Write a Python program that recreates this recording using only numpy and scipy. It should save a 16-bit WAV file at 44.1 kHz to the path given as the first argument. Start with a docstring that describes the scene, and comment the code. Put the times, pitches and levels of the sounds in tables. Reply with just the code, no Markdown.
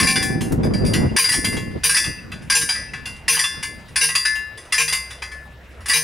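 """A tube driver slams its cap onto a steel post in dry ground: eight blows, most of them about 0.7 s apart.
Each blow rings post, tube and trapped air as decaying modes; between blows the tube wall clanks on the post.
A faint diffuse tail follows the steel, with a few ticks and falling chirps.
Banded noise makes the wind, which buffets the microphone and mostly dies down, and the far traffic under a
wavering engine drone. The recorder's limiter ducks under the loud clanks."""
import sys
import numpy as np
from scipy import signal
from scipy.io import wavfile
from scipy.ndimage import uniform_filter1d, minimum_filter1d

SR = 44100
rng = np.random.default_rng(int(sys.argv[2]) if len(sys.argv) > 2 else 0)


def generate_wav(signal):
    """Clip the signal to [-1, 1] and save it as 16-bit WAV at the path in sys.argv[1]."""
    frames = np.transpose(np.atleast_2d(signal))
    scaled = np.clip(frames, -1, 1) * 32767
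    pcm = np.round(scaled).astype(np.int16)
    wavfile.write(sys.argv[1], SR, pcm)


N = 265923
TIME = np.arange(N) / SR


def from_db(db):
    """Decibels to amplitude factor."""
    return 10 ** (np.asarray(db) / 20)


def rms_one(x):
    """Scale to an rms of 1."""
    return x / np.sqrt(np.mean(x ** 2) + 1e-20)


def in_time(rows):
    """Straight lines between (start_s, value) points, at every sample."""
    return np.interp(TIME, *np.transpose(rows))


def at_hz(points, hz):
    """Read a curve of (pitch_hz, value) points along a logarithmic pitch axis."""
    points = np.array(points)
    return np.interp(np.log(hz), np.log(points[:, 0]), points[:, 1])


def drift(rate_hz):
    """Random wandering of rms 1, smoothed by two equal poles at rate_hz."""
    step = 40   # samples between the points that are drawn
    pole = np.exp(-2 * np.pi * rate_hz * step / SR)
    chance = rng.standard_normal(N // step + 2002)
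    slow = signal.lfilter([1], [1, -2 * pole, pole * pole], chance)[2000:]   # skip the run-in
    return np.interp(np.arange(N) / step, np.arange(len(slow)), rms_one(slow))


def banded_noise(spectrum, likeness, patchy_db, count):
    """Half-octave bands of stereo noise, each with its own level, flicker and left-right likeness; rms 1."""
    out = 0
    edges = 22 * 2 ** (np.arange(count + 1) / 2)
    white = rng.standard_normal((2, 2, N))
    for k, (low, high) in enumerate(zip(edges, edges[1:])):
        band = signal.butter(2, [low, high], "band", fs=SR, output="sos")
        mid, side = signal.sosfilt(band, white[k % 2])   # neighbouring bands use separate noise
        hz = np.sqrt(low * high)
        alike = np.clip(at_hz(likeness, hz), -1, 1)
        gain = from_db(at_hz(spectrum, hz) + patchy_db * drift(9.9))
        stereo = np.sqrt(1 + alike) * mid + np.sqrt(1 - alike) * side * [[1], [-1]]
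        out = out + gain * stereo
    return rms_one(out)


# nominal decay of the steel's weaker modes, before each strike's damping: pitch_hz [Hz], t60_s [s]
STEEL_DECAY = [(700, 0.13), (2000, 0.14), (4000, 0.22), (6000, 0.29), (10000, 0.35), (15500, 0.29)]


def dense_modes(spectrum, count):
    """Closely, unevenly spaced modes of uneven strength under a spectrum: rows pitch_hz, level_db, t60_s."""
    spacing_hz = 15200 / count
    hz = 600 + spacing_hz * (np.arange(count) + rng.random(count))
    t60 = at_hz(STEEL_DECAY, hz) * from_db(0.14 * rng.standard_normal(count))
    # every four neighbours hold two weak modes, one middling and one strong
    fours = rng.permuted(np.tile([-1, -1, 0, 1], (count // 4, 1)), axis=1)
    uneven_db = 7 * (fours.ravel() - 0.3)
    level_db = at_hz(spectrum, hz) + 10 * np.log10(spacing_hz / 100) + uneven_db
    return np.column_stack([hz, level_db, t60])


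HOOP_HZ, HOOP_WIDTH_OCTAVES = 1777, 0.23   # lowest hoop mode; width of the boost around each one


def contact_colour(hz, tilt, hoop_db):
    """A hard contact tilts the ring to the treble; a square one favours hoop flexing in 2, 3 or 4 lobes: dB."""
    lobes = np.arange(2, 5)[:, None]
    ratios = lobes * (lobes ** 2 - 1) / np.sqrt(lobes ** 2 + 1)   # pitches of a flexing ring
    octaves_off = np.log2(hz / (HOOP_HZ * ratios / ratios[0]))
    nearness = np.exp(-0.5 * (octaves_off / HOOP_WIDTH_OCTAVES) ** 2).sum(axis=0)
    return tilt * np.log2(np.maximum(hz, 1500) / 4000) + hoop_db * nearness


# stereo balance of the ringing steel and air: pitch_hz [Hz], left_minus_right_db [dB]
RING_BALANCE = [(300, -1), (1400, 3), (2800, 1), (5000, 1.75), (10000, 0.3), (15000, -3)]


def strike(hits, modes, vary_db, spread_db, size, damping=1.0, swell_s=0.0024, favour_db=0):
    """Each contact falls on another spot and favours other modes, which ring for `size` samples."""
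    hits, (hz, mode_db, t60) = np.array(hits), np.transpose(modes)
    chance = rng.standard_normal((len(hits), len(hz), 3))
    colour_db = contact_colour(hz, tilt=hits[:, 2:3], hoop_db=hits[:, 3:4]) + favour_db
    # modes with a node near the spot of contact stay quiet: a comb whose teeth move from hit to hit
    spot = rng.random((len(hits), 2))
    comb = np.cos(2 * np.pi * (hz * (0.7 + spot[:, :1]) / 1000 + spot[:, 1:]))
    chance_db = vary_db * (chance[..., 0] / 2 + 2 * comb - 1.5)
    height = np.sqrt(2) * from_db(hits[:, 1:2] + colour_db + mode_db + chance_db)
    phase = np.arctan2(chance[..., 1], chance[..., 2])
    weights = np.hstack([height * np.cos(phase), height * np.sin(phase)])
    t = TIME[:size].astype(np.float32)
    turn = np.outer(np.float32(2 * np.pi * hz), t)
    fade = np.exp(-np.minimum(np.outer(np.float32(damping * np.log(1000) / t60), t), 20))
    fade *= 1 - np.exp(-t / np.float32(swell_s))   # the ring builds up as the shock runs along the steel
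    rings = np.vstack([fade * np.sin(turn), fade * np.cos(turn)])
    # every mode radiates in its own pattern and so leans a little to one side
    lean_db = at_hz(RING_BALANCE, hz) + spread_db * rng.standard_normal(len(hz))
    half_lean_db = np.tile(lean_db, 2) / 2   # once for the sines, once for the cosines
    out = np.zeros((2, N + size))
    for channel, sign in zip(out, (1, -1)):
        clanks = np.float32(weights * from_db(sign * half_lean_db)) @ rings
        for s, clank in zip(hits[:, 0], clanks):
            start = max(round(s * SR), 0)
            channel[start:start + size] += clank
    return out[:, :N]


def crash(hits, spectrum, t60, grit_db):
    """A gritty burst of shaped noise at each contact, its power decaying quickly."""
    kicks = np.zeros(N)
    for s, level_db, *_ in hits:
        kicks[max(round(s * SR), 0)] += from_db(level_db) ** 2
    decay = from_db(-60 / (t60 * SR)) ** 2
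    power = signal.lfilter([1], [1, -decay], kicks + 1e-18)
    hz = np.linspace(0, SR / 2, 257)
    shape = signal.firwin2(511, hz, from_db(at_hz(spectrum, hz + 1)), fs=SR)
    hiss = signal.fftconvolve(rng.standard_normal(N), shape, "same")
    return np.sqrt(power) * rms_one(from_db(grit_db * drift(150)) * hiss)


def rattle(hits, count, delay_s, first_db):
    """After each contact the post whips about in the tube and touches it again at random moments."""
    rows = np.repeat(np.array(hits, float), count, axis=0)
    chance = rng.random((len(rows), 2))
    rows[:, 0] += delay_s * chance[:, 0]
    rows[:, 1] += first_db - 8 * chance[:, 1] - 5 * chance[:, 0]   # later touches tend to be weaker
    return rows


# the cap lands on the post: start_s [s], level_db [dB, relative], tilt [dB per octave], hoop_db [dB],
# lead_s [s by which the wall catches the post earlier], sing_hz [Hz that sings at this catch]
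STROKES = [(0.07, -2, -2, 3, 0.042, 9383), (1.185, 7.5, 1.5, -2.5, 0.021, 4748),
           (1.839, -12, 1.5, -4.5, 0.0043, 10053), (2.549, -5, -.5, 0, .050, 1614),
           (3.292, -4, 1.6, -3, .012, 2767), (4.012, -8, -0.5, 3, 0.054, 1951),
           (4.78, -6, -2, -3.5, 0.057, 5030), (5.935, -7, 0.5, -3.5, 0.039, 1951)]
GRAZE_S, GRAZE_DB = 0.13, -41   # a light graze as the downswing begins: lead before the blow, relative level
CATCH_BELOW_DB, CATCH_TILT, CATCH_HOOP_DB = 5.5, 0.78, 5.5   # dB under the blow, dB per octave, dB


def downswings():
    """On its way down the tube grazes the post, then catches it and briefly chatters: rows like KNOCKS."""
    grazes = [(s - GRAZE_S, GRAZE_DB, 0, 0, hz) for s, *_, hz in STROKES]
    catches = [(s - lead_s, level_db - CATCH_BELOW_DB, CATCH_TILT, CATCH_HOOP_DB, hz)
               for s, level_db, _, _, lead_s, hz in STROKES]
    return np.vstack([grazes, catches, rattle(catches, count=2, delay_s=0.025, first_db=-3.0)])


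# the tube wall knocks on the post as it rebounds and is lifted: start_s [s], level_db [dB, relative],
# tilt [dB per octave], hoop_db [dB], sing_hz [Hz that sings]
KNOCKS = [(0.0, 1.5, 2, 1, 1738), (0.156, -3.5, -1, 7, 3482), (0.224, -8, 5, 0, 1738),
          (0.408, -14, 4, -5.5, 10530), (0.632, -28, -2.5, 2, 4882), (0.736, -25.5, -1.5, 3, 4748),
          (0.849, -23, 1, 3, 1738), (0.862, -23.5, 4.5, 5.5, 4720), (0.935, -9, 0.5, -3, 1951),
          (1.241, 3, 0, 5, 4800), (1.289, -0.5, 3.5, 8, 1951), (1.319, 2.5, 3, 4.5, 4700),
          (1.338, -0.5, 0.5, 4, 9383), (1.444, -0.5, 3, -2, 2072), (1.526, -19, 0, 5, 2072),
          (1.567, -12, -0.5, -11.5, 1738), (1.893, -10.5, 2.5, 6.5, 1614), (1.945, -16, 2, 12.5, 1951),
          (1.966, -6.5, 2, 1.5, 4780), (2.041, -17.5, -0.5, -1, 4980), (2.318, -25.5, -4.5, -5, 4780),
          (2.612, -8, 2.5, 2, 4930), (2.689, -8, 0, 1.5, 4808), (2.75, -25, -5.5, 6, 1738),
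          (2.934, -26, -6.5, 0, 2326), (3.055, -23.5, -0.5, 0.5, 2767), (3.345, -13, 0, 8, 4760),
          (3.366, -8.5, -2, -10, 1738), (3.391, -6, 1.5, 6, 4686), (3.439, -8, -0.5, -8, 3482),
          (3.627, -18, 1, -1, 2072), (4.088, -11.5, 0, -4.5, 1951), (4.152, -2.5, 2, -2, 4720),
          (4.251, -11.5, -1.5, 8.5, 1738), (4.354, -22.5, 5, -19, 2767), (4.575, -32, -1, 2.5, 9020),
          (4.878, -15, 1, 4.5, 9383), (4.925, -9, 2.5, -5.5, 2072), (5.104, -26.5, -0.5, -1.5, 3482),
          (5.22, -22, -3, -1, 2072), (5.316, -35.5, -2.5, 5, 1738), (5.858, -23, 1, 1.5, 9800),
          (5.883, -18, 7.5, -3, 10000)]
# ringing of the driver tube: pitch_hz [Hz], level_db [dB, relative], t60_s [s, before damping]
TUBE_MODES = [(1075.0, -17.0, 0.33), (1251.0, -22.0, 0.26), (1480.0, -22.0, 0.41), (1614.0, -14.0, 0.35),
              (1738.0, -13.0, 0.61), (1795.0, -26.0, 0.37), (1951.0, -15.0, 0.43), (2072.0, -14.0, 0.53),
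              (2326.0, -18.0, 0.39), (2497.0, -33.0, 0.97), (2627.0, -23.0, 0.52), (2767.0, -16.0, 0.47),
              (3482.0, -17.0, 0.31), (3902.0, -39.0, 0.92), (4748.0, -13.0, 0.45), (4804.0, -10.0, 0.28),
              (4882.0, -12.0, 0.29), (5068.0, -19.0, 0.49), (5248.0, -21.0, 0.34), (5733.0, -26.0, 0.38),
              (6045.0, -23.0, 0.43), (7253.0, -23.0, 0.3), (8895.0, -21.0, 0.41), (9020.0, -16.0, 0.25),
              (9383.0, -17.0, 0.36), (9434.0, -19.0, 0.31), (9867.0, -21.0, 0.31), (10053.0, -17.0, 0.35),
              (10530.0, -31.0, 0.33), (14314.0, -35.0, 0.46)]
# the tube's many weaker modes: pitch_hz [Hz], level_db [dB per 100 Hz, relative]
TUBE_DENSE = [(700.0, -33), (1050.0, -14.5), (1350.0, -26.5), (1700.0, -15.5), (2600.0, -16),
              (3200.0, -19.5), (4400.0, -26), (4900.0, -23), (5500.0, -24), (8000.0, -30.5), (9400.0, -25),
              (10500.0, -24), (11500.0, -37.5), (15500.0, -47.5)]
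# the driver drops on the still loose post: start_s [s], level_db [dB, relative], tilt [dB per octave],
# hoop_db [dB]
FREE_HITS = [(0.0, -3.5, 3, 5.5), (0.069, 0.5, 1, 3)]
# the post rings freely while the driver is still being slid on: pitch_hz [Hz], level_db [dB, relative],
# t60_s [s]
FREE_POST = [(769, -25.5, 1.33), (1068, -15, 0.48), (1766, -14.5, 0.43), (2340, -15.5, 0.5)]
SING_DB, SING_WIDTH = 12, 0.0075   # each spot of contact makes the modes at one pitch sing; relative width


def knocks():
    """The loose tube clanks against the post, chatters and rings: clear modes, dense modes and noise."""
    hits = np.vstack([KNOCKS, downswings()])
    pitch_off = np.log(np.array(TUBE_MODES)[:, 0] / hits[:, 4:])
    sung = np.exp(-0.5 * (pitch_off / SING_WIDTH) ** 2)
    tones = strike(hits, TUBE_MODES, vary_db=3.0, spread_db=1.5, size=44100, damping=0.99,
                   favour_db=SING_DB * sung)
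    weak_modes = dense_modes(TUBE_DENSE, count=400)
    clang = strike(hits, weak_modes, vary_db=4.5, spread_db=-1.5, size=16000, damping=1.24)
    free = strike(FREE_HITS, FREE_POST, vary_db=-2.0, spread_db=3.5, size=50000)
    noise = crash(hits, TUBE_DENSE, t60=0.13, grit_db=1.5)
    return from_db(-4.5) * tones + from_db(-0.28) * clang + free + from_db(-11.5) * noise


# wind spectrum: pitch_hz [Hz], level_db [dB per Hz, relative]
WIND = [(15, -36), (25, -12.5), (91, 0.5), (220, 0), (260, -5), (370, 0), (438, -11.5), (934, -24),
        (1140, -28.5), (1400, -33.5), (1820, -31), (3080, -120)]
# wind likeness of the two sides: pitch_hz [Hz], correlation [-1 to 1]
WIND_LIKENESS = [(30, .75), (70, 0.7), (140, 0.76), (280, 0.15), (1000, -0.38)]
# strength of the dying breeze at the microphone: start_s [s], level_db [dB, relative]
BREEZE = [(0.0, -12.5), (0.3, -16.5), (1.02, -13), (1.15, -22.5), (1.55, -13.5), (1.85, -38.5), (2.6, -37),
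          (3.2, -40), (4.2, -42), (4.45, -62.5), (6.03, -47.5)]
# short puffs on top of the breeze: peak_s [s], level_db [dB, relative]
PUFFS = [(0.028, -7.5), (1.382, -11), (1.761, -25.5), (2.088, -23.5), (2.339, -36), (2.63, -26.5),
         (3.35, -35), (3.59, -35.5), (3.771, -37)]
PUFF_S = 0.025   # a puff swells and fades within about this time either side of its peak


def wind():
    """Lumpy turbulence on the microphone ports, a breeze with puffs; weak air makes only large, slow eddies."""
    puffs = 0
    for s, peak_db in PUFFS:
        puffs = puffs + from_db(peak_db) * np.exp(-np.minimum(((TIME - s) / PUFF_S) ** 2, 20))
    gust_db = 20 * np.log10(from_db(in_time(BREEZE)) + puffs) + 2.11 * drift(31.0)
    eddies = banded_noise(WIND, WIND_LIKENESS, patchy_db=2.0, count=13)
    slow = signal.sosfilt(signal.butter(1, 200, fs=SR, output="sos"), eddies)
    brisk = np.clip((gust_db + 35) / 22, 0, 1)   # share of small, fast eddies
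    return from_db(gust_db - 0.5) * (slow + brisk * (eddies - slow))


# far traffic spectrum: pitch_hz [Hz], level_db [dB per Hz, relative]
TRAFFIC = [(30, -6.5), (65, 1), (130, -4.5), (250, -15), (500, -10.5), (1000, -17.5), (2000, -14),
           (4000, -30), (8000, -35.5), (15000, -44)]
# traffic likeness of the two sides: pitch_hz [Hz], correlation [-1 to 1]
TRAFFIC_LIKENESS = [(60, 1), (500, 0.96), (2000, 0.66), (10000, 0.97)]
# drone of a far engine: start_s [s], level_db [dB rms]
ENGINE = [(0, -47), (4.3, -47), (4.6, -57), (5.0, -41.5), (5.4, -43), (5.8, -51), (6.03, -47)]


def traffic():
    """A soft noise wash of far traffic with one engine's drone, a sine of wavering pitch."""
    engine_hz = 65 + 1.05 * drift(2.5)
    hum = rms_one(np.sin(2 * np.pi * np.cumsum(engine_hz) / SR))
    wash = banded_noise(TRAFFIC, TRAFFIC_LIKENESS, patchy_db=3.1, count=19)
    return from_db(in_time(ENGINE)) * hum + from_db(-43.5) * wash


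def field_echo(x, t60, dull_hz):
    """Rough ground, trees and far walls scatter back a dull tail: convolution with decaying noise."""
    t = TIME[:SR]
    tail = rng.standard_normal((2, SR)) * from_db(-60 * t / t60) * (1 - np.exp(-t / 0.02))
    tail = signal.sosfilt(signal.butter(1, min(dull_hz, SR / 3), fs=SR, output="sos"), tail)
    tail /= np.sqrt(np.sum(tail ** 2) / 2)   # mean energy of 1 a side
    return signal.fftconvolve(x, tail, axes=1)[:, :N]


# ringing of post and tube after a blow: pitch_hz [Hz], level_db [dB, relative], t60_s [s, before damping]
POST_MODES = [(1058.0, -14.0, 0.2), (1612.0, -15.0, 0.3), (2379.0, -10.0, 0.22), (2440.0, -11.0, 0.17),
              (2613.0, -20.0, 0.17), (2755.0, -11.0, 0.24), (3902.0, -15.0, 0.15), (4735.0, -23.0, 0.18),
              (4879.0, -21.0, 0.18), (5606.0, -24.0, 0.17), (5881.0, -16.0, 0.24), (6023.0, -12.0, 0.28),
              (6287.0, -16.0, 0.45), (7302.0, -14.0, 0.21), (8677.0, -21.0, 0.18), (9372.0, -23.0, 0.17),
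              (9628.0, -22.0, 0.17), (10040.0, -22.0, 0.17), (10395.0, -22.0, 0.17), (10770.0, -23.0, 0.18)]
# the many weaker modes after a blow: pitch_hz [Hz], level_db [dB per 100 Hz, relative]
POST_DENSE = [(700.0, -37.5), (1050.0, -19.5), (1350.0, -34.5), (1700.0, -17.5), (2600.0, -13.5),
              (3200.0, -23.5), (4400.0, -25.5), (4900.0, -12.5), (5500.0, -23.5), (8000.0, -36.5),
              (9400.0, -12.5), (10500.0, -21.5), (11500.0, -29), (15500.0, -41.5)]
# odd harmonics, roughly, of the air column in the capped tube: pitch_hz [Hz], level_db [dB, relative],
# t60_s [s]
AIR_MODES = [(159.5, -20.5, 0.47), (464, -15, 0.25), (728, -31, 0.17)]
AIR_FOLLOWS = 0.9   # each blow pumps the air in the tube: dB of boom per dB of blow


def blows():
    """The cap hits the post head: post, tube and the air inside it ring together while the steel rattles."""
    hits = np.array(STROKES)[:, :4]
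    tones = strike(hits, POST_MODES, vary_db=4.9, spread_db=4.0, size=22000, damping=0.89)
    pumps = [(s, AIR_FOLLOWS * level_db, 0, 0) for s, level_db, *_ in STROKES]
    air = strike(pumps, AIR_MODES, vary_db=0.6, spread_db=1.0, size=22000, swell_s=0.041)
    contacts = np.vstack([hits, rattle(hits, count=6, delay_s=0.04, first_db=2.5)])
    weak_modes = dense_modes(POST_DENSE, count=400)
    clang = strike(contacts, weak_modes, vary_db=5.0, spread_db=0.5, size=14000, damping=1.33)
    noise = crash(contacts, POST_DENSE, t60=0.063, grit_db=5.0)
    return from_db(0.5) * tones + from_db(0.35) * air + from_db(-0.5) * clang + from_db(-13) * noise


# dry ticks close to the microphone: start_s [s], level_db [dB]
TICKS = [(.516, -46), (.522, -23.5), (.645, -34), (.785, -45)]
# faint chirps: peak_s [s], pitch_hz [Hz at the peak], glide [Hz per s], level_db [dB peak]
CHIRPS = [(1.101, 2800, -2500, -36), (2.19, 2680, -1000, -33.5), (2.897, 2660, -1000, -38)]


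def small_sounds():
    """A few dry ticks of decaying noise and short falling chirps, sines under a bell-shaped swell."""
    tick_spectrum = [(500, 13), (3000, -7), (10000, 1), (15000, -9)]   # pitch_hz, level_db
    out = crash(TICKS, tick_spectrum, t60=0.12, grit_db=-1.0)
    for s, hz, glide, level_db in CHIRPS:
        t = TIME - s
        swell = np.exp(-np.minimum((t / 0.01) ** 2, 20))
        out = out + from_db(level_db) * swell * np.sin(2 * np.pi * (hz + glide * t / 2) * t)
    return out


def scene():
    """The steel and its echo, with small sounds, wind and traffic."""
    steel = knocks() + blows()
    echo = from_db(-27.5) * field_echo(steel, t60=0.74, dull_hz=2000)
    return steel + echo + small_sounds() + wind() + traffic()


def limiter(x, ceiling_db, release_db_per_s):
    """The gain drops just ahead of a loud sound and creeps back at a steady rate in dB."""
    power = uniform_filter1d(np.mean(x ** 2, axis=0), size=130)
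    over_db = np.maximum(10 * np.log10(np.maximum(power, 1e-12)) - ceiling_db, 0)
    ramp_db = release_db_per_s * TIME
    cut_db = np.maximum.accumulate(over_db + ramp_db) - ramp_db
    early_db = minimum_filter1d(-cut_db, size=130)   # looks ahead
    return x * from_db(uniform_filter1d(early_db, size=80))


def record(dry):
    """A limiter holds the clanks down, peaks are rounded, then the top is cut."""
    held = limiter(dry, ceiling_db=-12.5, release_db_per_s=34)
    rounded = 0.9 * np.tanh(held / 0.9)
    top_cut = signal.ellip(10, 0.1, 80, 15800, fs=SR, output="sos")   # low-pass edge in Hz
    return signal.sosfilt(top_cut, rounded)


dry = scene()
out = record(dry)
generate_wav(out)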